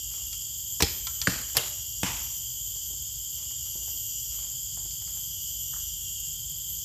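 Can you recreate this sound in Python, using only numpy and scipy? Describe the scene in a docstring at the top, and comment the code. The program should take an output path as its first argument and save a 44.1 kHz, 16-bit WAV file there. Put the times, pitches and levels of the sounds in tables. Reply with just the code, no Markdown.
"""Two bows loose close to the microphone: the string slips off the fingers, slaps home and the limbs thump.
About half a second later each arrow cracks into a far target, and the trees scatter the sound back.
A third archer quietly nocks and draws, while cicadas and crickets chirr over a low distant rumble.
Bursts and rubs are shaped noise, limbs, shafts and butts are decaying sines, and the wood is a diffuse
echo; cicadas are bands of noise, crickets are gliding tones."""
import sys
import numpy as np
from scipy import signal
from scipy.fft import rfft, irfft
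from scipy.io import wavfile
from scipy.ndimage import uniform_filter1d

SR = 44100
rng = np.random.default_rng(int(sys.argv[2]) if len(sys.argv) > 2 else 0)


def transcribe(signal):
    """Save signal, clipped to [-1, 1], as a 16-bit WAV file at the path in sys.argv[1]."""
    frames = np.atleast_2d(signal).T
    limited = np.clip(frames, -1, 1)
    pcm = np.round(limited * 32767).astype(np.int16)
    wavfile.write(sys.argv[1], SR, pcm)


N = 301644
TIME = np.arange(N) / SR  # s
BRIEF = TIME[:16384]  # time axis of one short event, s


def undb(db):
    """Decibels to gain."""
    return 10 ** (np.asarray(db) / 20)


def unit(x):
    """Scale to rms 1."""
    return x / np.sqrt(np.mean(x ** 2) + 1e-20)


def add(out, s, x):
    """Mix x into out from time s, dropping whatever falls outside."""
    i = int(round(s * SR))
    x, i = x[max(-i, 0):], max(i, 0)
    out[i:i + len(x)] += x[:max(len(out) - i, 0)]


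def curve(points, f):
    """Gain at each frequency f, from (f/Hz, level/dB) points joined on a log-frequency axis."""
    hz, db = np.transpose(points)
    return undb(np.interp(np.log(f + 1), np.log(hz), db))


def coloured(points, size):
    """Noise of rms 1 with a spectrum of (f/Hz, level/dB) points."""
    f = np.fft.rfftfreq(size, 1 / SR)
    white = rfft(rng.standard_normal(size))
    return unit(irfft(white * curve(points, f), size))


def band(hz, width_hz, size):
    """Noise of rms 1 in one bell-shaped resonance."""
    f = np.fft.rfftfreq(size, 1 / SR)
    bell = .5 ** (2 * ((f - hz) / width_hz) ** 2)
    return unit(irfft(rfft(rng.standard_normal(size)) * bell, size))


def walk(rate, size):
    """Random levels, rate of them a second, joined by straight lines."""
    place = TIME[:size] * rate
    return np.interp(place, np.arange(8192), rng.standard_normal(8192))


def fade(t, t60):
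    """Exponential decay by 60 dB in t60 seconds, held at full level before t = 0."""
    return np.exp(-np.log(1000) * np.maximum(t, 0) / max(t60, 1e-3))


def ring(modes, tilt_db=0):
    """Struck modes as decaying sines, tilted in dB per octave about their mean pitch."""
    centre = np.mean([mode[0] for mode in modes])
    total = 0
    for hz, db, t60 in modes:
        gain = undb(db + tilt_db * np.log2(hz / centre))
        total = total + gain * np.sin(2 * np.pi * hz * BRIEF) * fade(BRIEF, t60)
    return total


def stroke(length, hz, width_hz):
    """One surface sliding over another: a resonant rub that swells and dies."""
    swell = np.sin(np.pi * np.minimum(BRIEF / length, 1))
    return swell * band(hz, width_hz, size=len(BRIEF))


def spread(points, envelope):
    """A burst as it radiates to all sides: the same energy, evened out to its mean colour."""
    return coloured(points, size=len(BRIEF)) * np.sqrt(np.mean(envelope ** 2))


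# what the trunks do to the colour of the echo: [f/Hz, level/dB]
TREE_COLOUR = [(60, 7.5), (180, -3.5), (500, -0.5), (1000, 1), (2000, 3), (4000, 0), (8000, -1),
               (15000, -3)]


def wood(sound, hold_s, t60_s, treble_t60_s, blur_hz):
    """Every trunk hears another side of a sound: a diffuse echo of its blurred spectrum, fading in two bands."""
    t, f = TIME[:SR], np.fft.rfftfreq(SR, 1 / SR)
    power = uniform_filter1d(np.abs(rfft(sound, SR)) ** 2, max(int(blur_hz), 1))  # bins are 1 Hz apart
    colour = np.sqrt(np.abs(power)) * curve(TREE_COLOUR, f)
    scatter = rfft(rng.standard_normal(SR)) * colour / np.sqrt(SR)
    treble = 1 / (1 + (3500 / (f + 1)) ** 4)  # share of each frequency that fades with the treble
    tail = 0
    for share, t60 in [(1 - treble, t60_s), (treble, treble_t60_s)]:
        envelope = unit(fade(t - hold_s, t60) * np.minimum(t / 0.007, 1))
        tail = tail + irfft(scatter * share, SR) * envelope
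    return tail * undb(2.1 * walk(170, size=SR) - 2.0)


# string slipping off the fingers and arrow sliding past the bow:
# [t/s, level/dB, hold before the decay/s, t60/s, echo relative level/dB]
SLIPS = [(0.8021, -21, 0.00736, .03, -14), (1.548, -39.5, 0.02, 0.055, 5)]
# colour of that slip: [f/Hz, level/dB]
SLIP_COLOUR = [(100, -3), (300, 0.5), (800, 1), (1600, -6.5), (3000, -8.5), (4500, -6.5), (5800, -3),
               (7000, -16.5), (8500, -14.5), (15000, -22)]
# string slapping home, one row a bow; the slap and limb levels flutter about these values:
# [t/s, level/dB, hold before the decay/s, t60/s, limb level/dB, echo relative level/dB]
SNAPS = [(0.8219, -15, 0.00244, 0.061, -22.5, -7), (1.5686, -12, 0.0012, 0.038, -34, -6)]
# colour of the slap, one list a bow: [f/Hz, level/dB]
SNAP_COLOURS = [
    [(88, -31.5), (150, -15), (420, -24.5), (1660, -23.5), (1910, -17), (2100, -25), (2310, -12.5),
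     (2810, -19), (4650, -12.5), (7860, -21.5), (9360, -24), (13300, -25), (15500, -24.5)],
    [(88, -35), (150, -35), (618, -3.5), (1600, -5.5), (2600, -3.5), (3550, 2), (4750, 2), (5230, 1),
     (7410, -3.5), (8010, -1.5), (8660, -6), (12000, 1.5), (15500, -4.5)],
]
# ringing limbs and string, one list a bow: [f/Hz, level/dB, t60/s]
LIMB_MODES = [
    [(82, 2, 0.1), (174, -2, 0.084), (304, -2, 0.074), (372, -4, 0.064), (453, -7, 0.13),
     (803, -12.5, 0.16), (1880, -17, 0.1), (2407, -17.5, 0.28), (3336, -14, 0.17), (4070, -18, 0.2),
     (4800, -16, .2)],
    [(126, 4.5, 0.11), (376, -13, 0.31), (463, 1.5, 0.16), (600, -8.5, 0.49), (766, -11, 0.35),
     (990, -12, 0.11), (2140, -7, 0.26), (3160, -6, 0.12)],
]
# string rebounding on its limbs, one row a bow:
# [period/s, buzz f/Hz, width/Hz, first level/dB, change per rebound/dB]
REBOUNDS = [(0.02, 5200, 590, -28.5, -5), (0.0099, 2960, 340, -23.5, -27)]


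def bows():
    """Close by: the string slips as a noise burst, slaps home, sets limbs ringing and buzzes on each rebound."""
    size = len(BRIEF)
    sounds = []  # (t/s, direct sound, sound sent into the trees, echo level/dB)
    for s, db, hold, t60, echo_db in SLIPS:
        envelope = undb(db) * np.minimum(BRIEF / 0.0034, 1) * fade(BRIEF - hold, t60)
        slip = envelope * coloured(SLIP_COLOUR, size)
        sounds.append((s, slip, spread(SLIP_COLOUR, envelope), echo_db))
    for snap, colour, modes, rebound in zip(SNAPS, SNAP_COLOURS, LIMB_MODES, REBOUNDS):
        s, db, hold, t60, limb_db, echo_db = snap
        envelope = undb(db) * np.minimum(BRIEF / 0.00045, 1) * fade(BRIEF - hold, t60)
        rattle = undb(4.2 * walk(1124, size))
        slap = envelope * coloured(colour, size) * rattle
        sounds.append((s, slap, spread(colour, envelope), echo_db))
        limbs = undb(limb_db + 3.0 * walk(106, size)) * ring(modes)
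        sounds.append((s + 0.0027, limbs, limbs, echo_db - 6.5))
        period, buzz_hz, width_hz, buzz_db, change_db = rebound
        for k in range(5):
            buzz = undb(buzz_db + k * change_db) * stroke(0.012, buzz_hz, width_hz)
            sounds.append((s + (k + 1) * period, buzz, buzz, echo_db))
    out = np.zeros(N)
    for s, sound, sent, echo_db in sounds:
        add(out, s, sound)
        echo = wood(sent, hold_s=.01, t60_s=.57, treble_t60_s=.6, blur_hz=300)
        add(out, s, undb(echo_db) * echo)
    return out


# arrows striking, one row a target: [t/s, crack level/dB, crack t60/s, shaft chatter level/dB,
# thud delay/s, thud level/dB, thud pitch ratio, echo relative level/dB]
HITS = [(1.272, -21, 0.0423, -10.5, .0068, -22, 1.02, 0.5),
        (2.0321, -21, 0.021, -26, 0.00095, -26, 1.043, 4)]
# colour of the crack, one list a target: [f/Hz, level/dB]
CRACK_COLOURS = [
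    [(150, -22.5), (600, 0.5), (1000, -4), (1300, -1.5), (1650, 2.5), (2100, -2), (2800, -0.5),
     (3600, -7.5), (4700, 5), (6200, -4.5), (9000, -4.5), (15000, -25.5)],
    [(150, -6), (480, -9), (900, 3), (1250, -3.5), (1700, -5.5), (3000, 2), (4200, -8), (5600, 0),
     (9000, -8), (15000, -20)],
]
# ringing target butt, before the pitch ratio of each hit: [f/Hz, level/dB, t60/s]
BUTT_MODES = [(121.5, -2.5, .085), (178.6, 3.5, 0.075), (267, -2.5, 0.0857), (445, -9.5, .07),
              (600, -15, 0.049)]
CHATTER_HZ, CHATTER_S = 1734, 0.0024  # middle of the downward glide; length of the glide


def targets():
    """Far off: the point cracks the face, the shaft chatters as it sinks in, then the butt thuds."""
    out = np.zeros(N)
    for hit, colour in zip(HITS, CRACK_COLOURS):
        s, crack_db, t60, chatter_db, delay, thud_db, pitch, echo_db = hit
        envelope = undb(crack_db) * fade(BRIEF - .0012, t60)
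        crack = envelope * coloured(colour, size=len(BRIEF))
        # stick and slip slow down with the arrow
        glide = 1 + 0.18 * np.clip(1 - 2 * BRIEF / CHATTER_S, -1, 1)
        phase = 2 * np.pi * np.cumsum(CHATTER_HZ * glide) / SR
        stick_slip = np.sin(phase) + 0.139 * np.sin(2 * phase)
        chatter = undb(chatter_db) * stick_slip * fade(BRIEF - CHATTER_S, 0.0039)
        butt = [(hz * pitch, db, ring_s) for hz, db, ring_s in BUTT_MODES]
        thud = undb(thud_db) * ring(butt)
        add(out, s, crack + chatter)
        add(out, s + delay, thud)
        sent = spread(colour, envelope) + undb(-21) * chatter
        crack_echo = wood(sent, hold_s=0.043, t60_s=0.63, treble_t60_s=0.82, blur_hz=262)
        add(out, s, undb(echo_db) * crack_echo)
        thud_echo = wood(thud, hold_s=0.051, t60_s=0.49, treble_t60_s=.4, blur_hz=152)
        add(out, s + delay, undb(echo_db - 9) * thud_echo)
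    return out


# arrow tapping a bow: [t/s, level/dB, brightness/dB per octave]
TAPS = [(.136, -39, 3), (0.329, -32, 10), (1.069, -22, 3.5), (1.2155, -20, 8.5), (1.2217, -28, 2.5),
        (4.909, -44, 19), (5.5, -51, 9)]
# ringing arrow shaft: [f/Hz, level/dB, t60/s]
SHAFT_MODES = [(890, -23.5, 0.068), (1024, -14.5, 0.0934), (1355, -14, 0.12), (1787, -20.5, 0.057),
               (1963, -20.5, 0.055), (2330, -15, .05), (2772, -17, 0.034), (3380, -10, 0.029),
               (4540, -3, 0.011), (4840, -15, 0.032), (5940, -10, 0.025)]


def taps():
    """An arrow tapping a bow: the shaft modes ring under a bright tick of noise."""
    out = np.zeros(N)
    for s, db, tilt_db in TAPS:
        tick = band(5700, 4920, size=len(BRIEF)) * fade(BRIEF, 0.042)
        onset = np.minimum(BRIEF / 0.00043, 1)
        tap = undb(db) * (ring(SHAFT_MODES, tilt_db) + 0.43 * tick) * onset
        add(out, s, tap)
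        echo = wood(tap, hold_s=0.008, t60_s=0.7, treble_t60_s=0.46, blur_hz=600)
        add(out, s, undb(-8.0) * echo)
    return out


# soft bumps of hand and arrow on the bow while nocking and gripping:
# [t/s, level/dB, brightness/dB per octave]
BUMPS = [(2.752, -60.5, 0), (2.9, -53, -6.5), (2.928, -54.5, -5.5), (3.502, -56.5, 4), (3.748, -52.5, -4.5),
         (3.819, -53.5, -3), (3.876, -54.5, 4.5), (3.935, -50, -7), (4.769, -50, -1), (4.847, -54.5, -2),
         (5.01, -59.5, 5), (5.07, -57, 6), (5.165, -57, 7)]
# colour of a bump: [f/Hz, level/dB]
BUMP_COLOUR = [(120, -6), (330, 1.5), (480, 1), (620, -3), (850, 0), (1300, -6.5), (2200, -13.5),
               (4000, -24), (12000, -47)]
BUMP_ATTACK_S, BUMP_T60_S, BUMP_PIVOT_HZ = 0.007, 0.096, 700  # brightness tilts about the pivot
# sleeve brushing along with each move of an arm: [t/s, level/dB, length/s]
SWEEPS = [(0.089, -58, 0.2), (3.352, -62.5, .13), (3.646, -59, 0.049), (4.302, -58.5, 0.26),
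          (5.06, -62, 0.22)]
# colour of the sleeve: [f/Hz, level/dB]
SLEEVE_COLOUR = [(200, -8), (500, -3), (850, -1.5), (1200, -0.5), (1700, -9.5), (2600, -0.5), (6000, -7),
                 (12000, -28)]
# arrow scraping over the bow in short jerks during the draw: [t/s, level/dB]
SCRAPES = [(5.728, -51), (5.756, -51.5)]


def handling():
    """The third archer: soft bumps of the grip, brushing sleeves and the scrape of the draw, as grainy noise."""
    size = len(BRIEF)
    sounds = []  # (t/s, level/dB, sound)
    for s, db, tilt_db in BUMPS:
        colour = [(hz, level + tilt_db * np.log2(hz / BUMP_PIVOT_HZ)) for hz, level in BUMP_COLOUR]
        envelope = np.minimum(BRIEF / BUMP_ATTACK_S, 1) * fade(BRIEF - BUMP_ATTACK_S, BUMP_T60_S)
        sounds.append((s, db, envelope * coloured(colour, size)))
    for s, db, length in SWEEPS:
        swell = np.sin(np.pi * np.minimum(BRIEF / length, 1))
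        sounds.append((s, db, swell * coloured(SLEEVE_COLOUR, size)))
    for s, db in SCRAPES:
        sounds.append((s, db, stroke(length=0.017, hz=1310, width_hz=720)))
    out = np.zeros(N)
    for s, db, sound in sounds:
        grainy = undb(db + 4 * walk(228, size)) * sound
        add(out, s, grainy)
        echo = wood(grainy, hold_s=0.0099, t60_s=0.37, treble_t60_s=.4, blur_hz=300)
        add(out, s + .015, undb(-5.5) * echo)
    return out


# cicada choruses: [f/Hz, width/Hz, level/dB, grain/dB, throbs per s, throb depth 0-1]
CICADAS = [(2890, 240, -61, 1, 0, 0), (3183, 251, -47.5, -0.2, 0, 0), (3575, 130, -62, 3.5, 0, 0),
           (4950, 603, -50.5, 1.5, 31, 0.14), (6610, 1060, -45.5, 2.5, 0, 0), (7192, 748, -37.5, 0.5, 0, 0),
           (8400, 590, -58, 0, 1, 0), (9490, 500, -55, -0.5, 68.5, 0.2), (12320, 690, -45, 4, 66.5, 0.1),
           (12790, 350, -45, -1, 67, .3), (14100, 1800, -50, 0.5, 0, 0)]


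def cicadas():
    """Many tymbals ring in shared resonances: their clicks merge into grainy bands of noise, some throbbing."""
    out = 0
    for hz, width_hz, db, grain_db, rate, depth in CICADAS:
        grain = grain_db * walk(330, size=N)
        swell = 0.55 * walk(25, size=N) + 0.38 * walk(1.243, size=N)
        unsteady_rate = rate * (1 + .05 * walk(8, size=N))
        throb = 1 + depth * np.cos(2 * np.pi * np.cumsum(unsteady_rate) / SR)
        chirr = band(hz, width_hz, size=N) * undb(grain + swell) * throb
        out = out + undb(db) * unit(chirr)
    return out


# each cricket repeats its trill at its own steady pace:
# [first start t/s, period/s, length/s, first f/Hz, last f/Hz]
CRICKET_SONGS = [(.59, 1.487, .93, 3080, 2978), (-.68, 1.96, 1.2, 2945, 2836), (.9, 1.64, .95, 3112, 3040)]
# loudness of each cricket, its level before a common trim, its partials relative to the fundamental:
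# [level/dB, octave level/dB, double octave level/dB]
CRICKET_LEVELS = [(-51.5, 4.5, 14.5), (-50, 2, 4), (-66.5, 4, 2)]
WING_HZ, WING_DEPTH = 160.8, 0.17  # mean wing strokes per s, depth of their swell 0-1
TRILL_RISE_S, TRILL_FALL_S = 0.17, 0.12


def crickets():
    """Wing tones that sag in pitch; each wing stroke swells and bends them, paths through the foliage beat."""
    out = np.zeros(N)
    for song, (db, octave_db, top_db) in zip(CRICKET_SONGS, CRICKET_LEVELS):
        first_s, period, length, first_hz, last_hz = song
        size = int(length * SR)
        t = TIME[:size]
        left = 1 - t / length
        hz = last_hz + (first_hz - last_hz) * (left + left ** 2) / 2
        swell = np.clip(np.minimum(t / TRILL_RISE_S, (length - t) / TRILL_FALL_S), 0, 1)
        for s in np.arange(first_s, TIME[-1], period):
            wing = 2 * np.pi * np.cumsum(WING_HZ + 16 * walk(90, size)) / SR
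            bend = -.11 * np.sin(wing) + .07 * np.cos(2 * wing)
            phase = 2 * np.pi * np.cumsum(hz + 3.5 * walk(120, size)) / SR + bend
            tone = 0
            for k, part_db in enumerate([0, octave_db, -7, top_db]):
                paths = undb(part_db + 3.3 * walk(30.24, size))
                tone = tone + paths * np.sin((k + 1) * phase + .5 * walk(31.2, size))
            add(out, s, undb(db - 2.5) * tone * (1 + WING_DEPTH * np.cos(wing)) * swell)
    return out


# colour of the distant rumble and faint hiss: [f/Hz, level/dB]
AIR_COLOUR = [(20, -2), (35, -22.5), (50, 7), (80, -1.5), (130, -3.5), (180, -19), (260, -23.5),
              (450, -34.5), (900, -32.5), (2000, -37), (4000, -28), (8000, -33.5), (11000, -22.5),
              (15500, -30)]
# low distant drone: [start t/s, f/Hz, width/Hz, level/dB]
DRONE = (4.5, 151.5, 23, -60.5)


def air():
    """Distant rumble and faint hiss as noise of barely wavering level, and a low drone that comes in later."""
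    s, hz, width_hz, db = DRONE
    drone = undb(db) * band(hz, width_hz, size=N) * np.clip((TIME - s) / 0.23, 0, 1)
    level = undb(-46.5 + 0.21 * walk(3.365, size=N))
    return coloured(AIR_COLOUR, size=N) * level + drone


def scene():
    """All sources at one microphone."""
    archers = bows() + targets() + taps() + handling()
    return (archers + cicadas() + crickets() + air())[None]


def record(dry):
    """The recorder cuts the deep bass below 45.3 Hz and the top above 15350 Hz."""
    bass_cut = signal.butter(5, 45.3, "high", fs=SR, output="sos")
    top_cut = signal.ellip(10, .2, 70, 15350, fs=SR, output="sos")
    return signal.sosfilt(top_cut, signal.sosfilt(bass_cut, dry))


dry = scene()
out = record(dry)
transcribe(out)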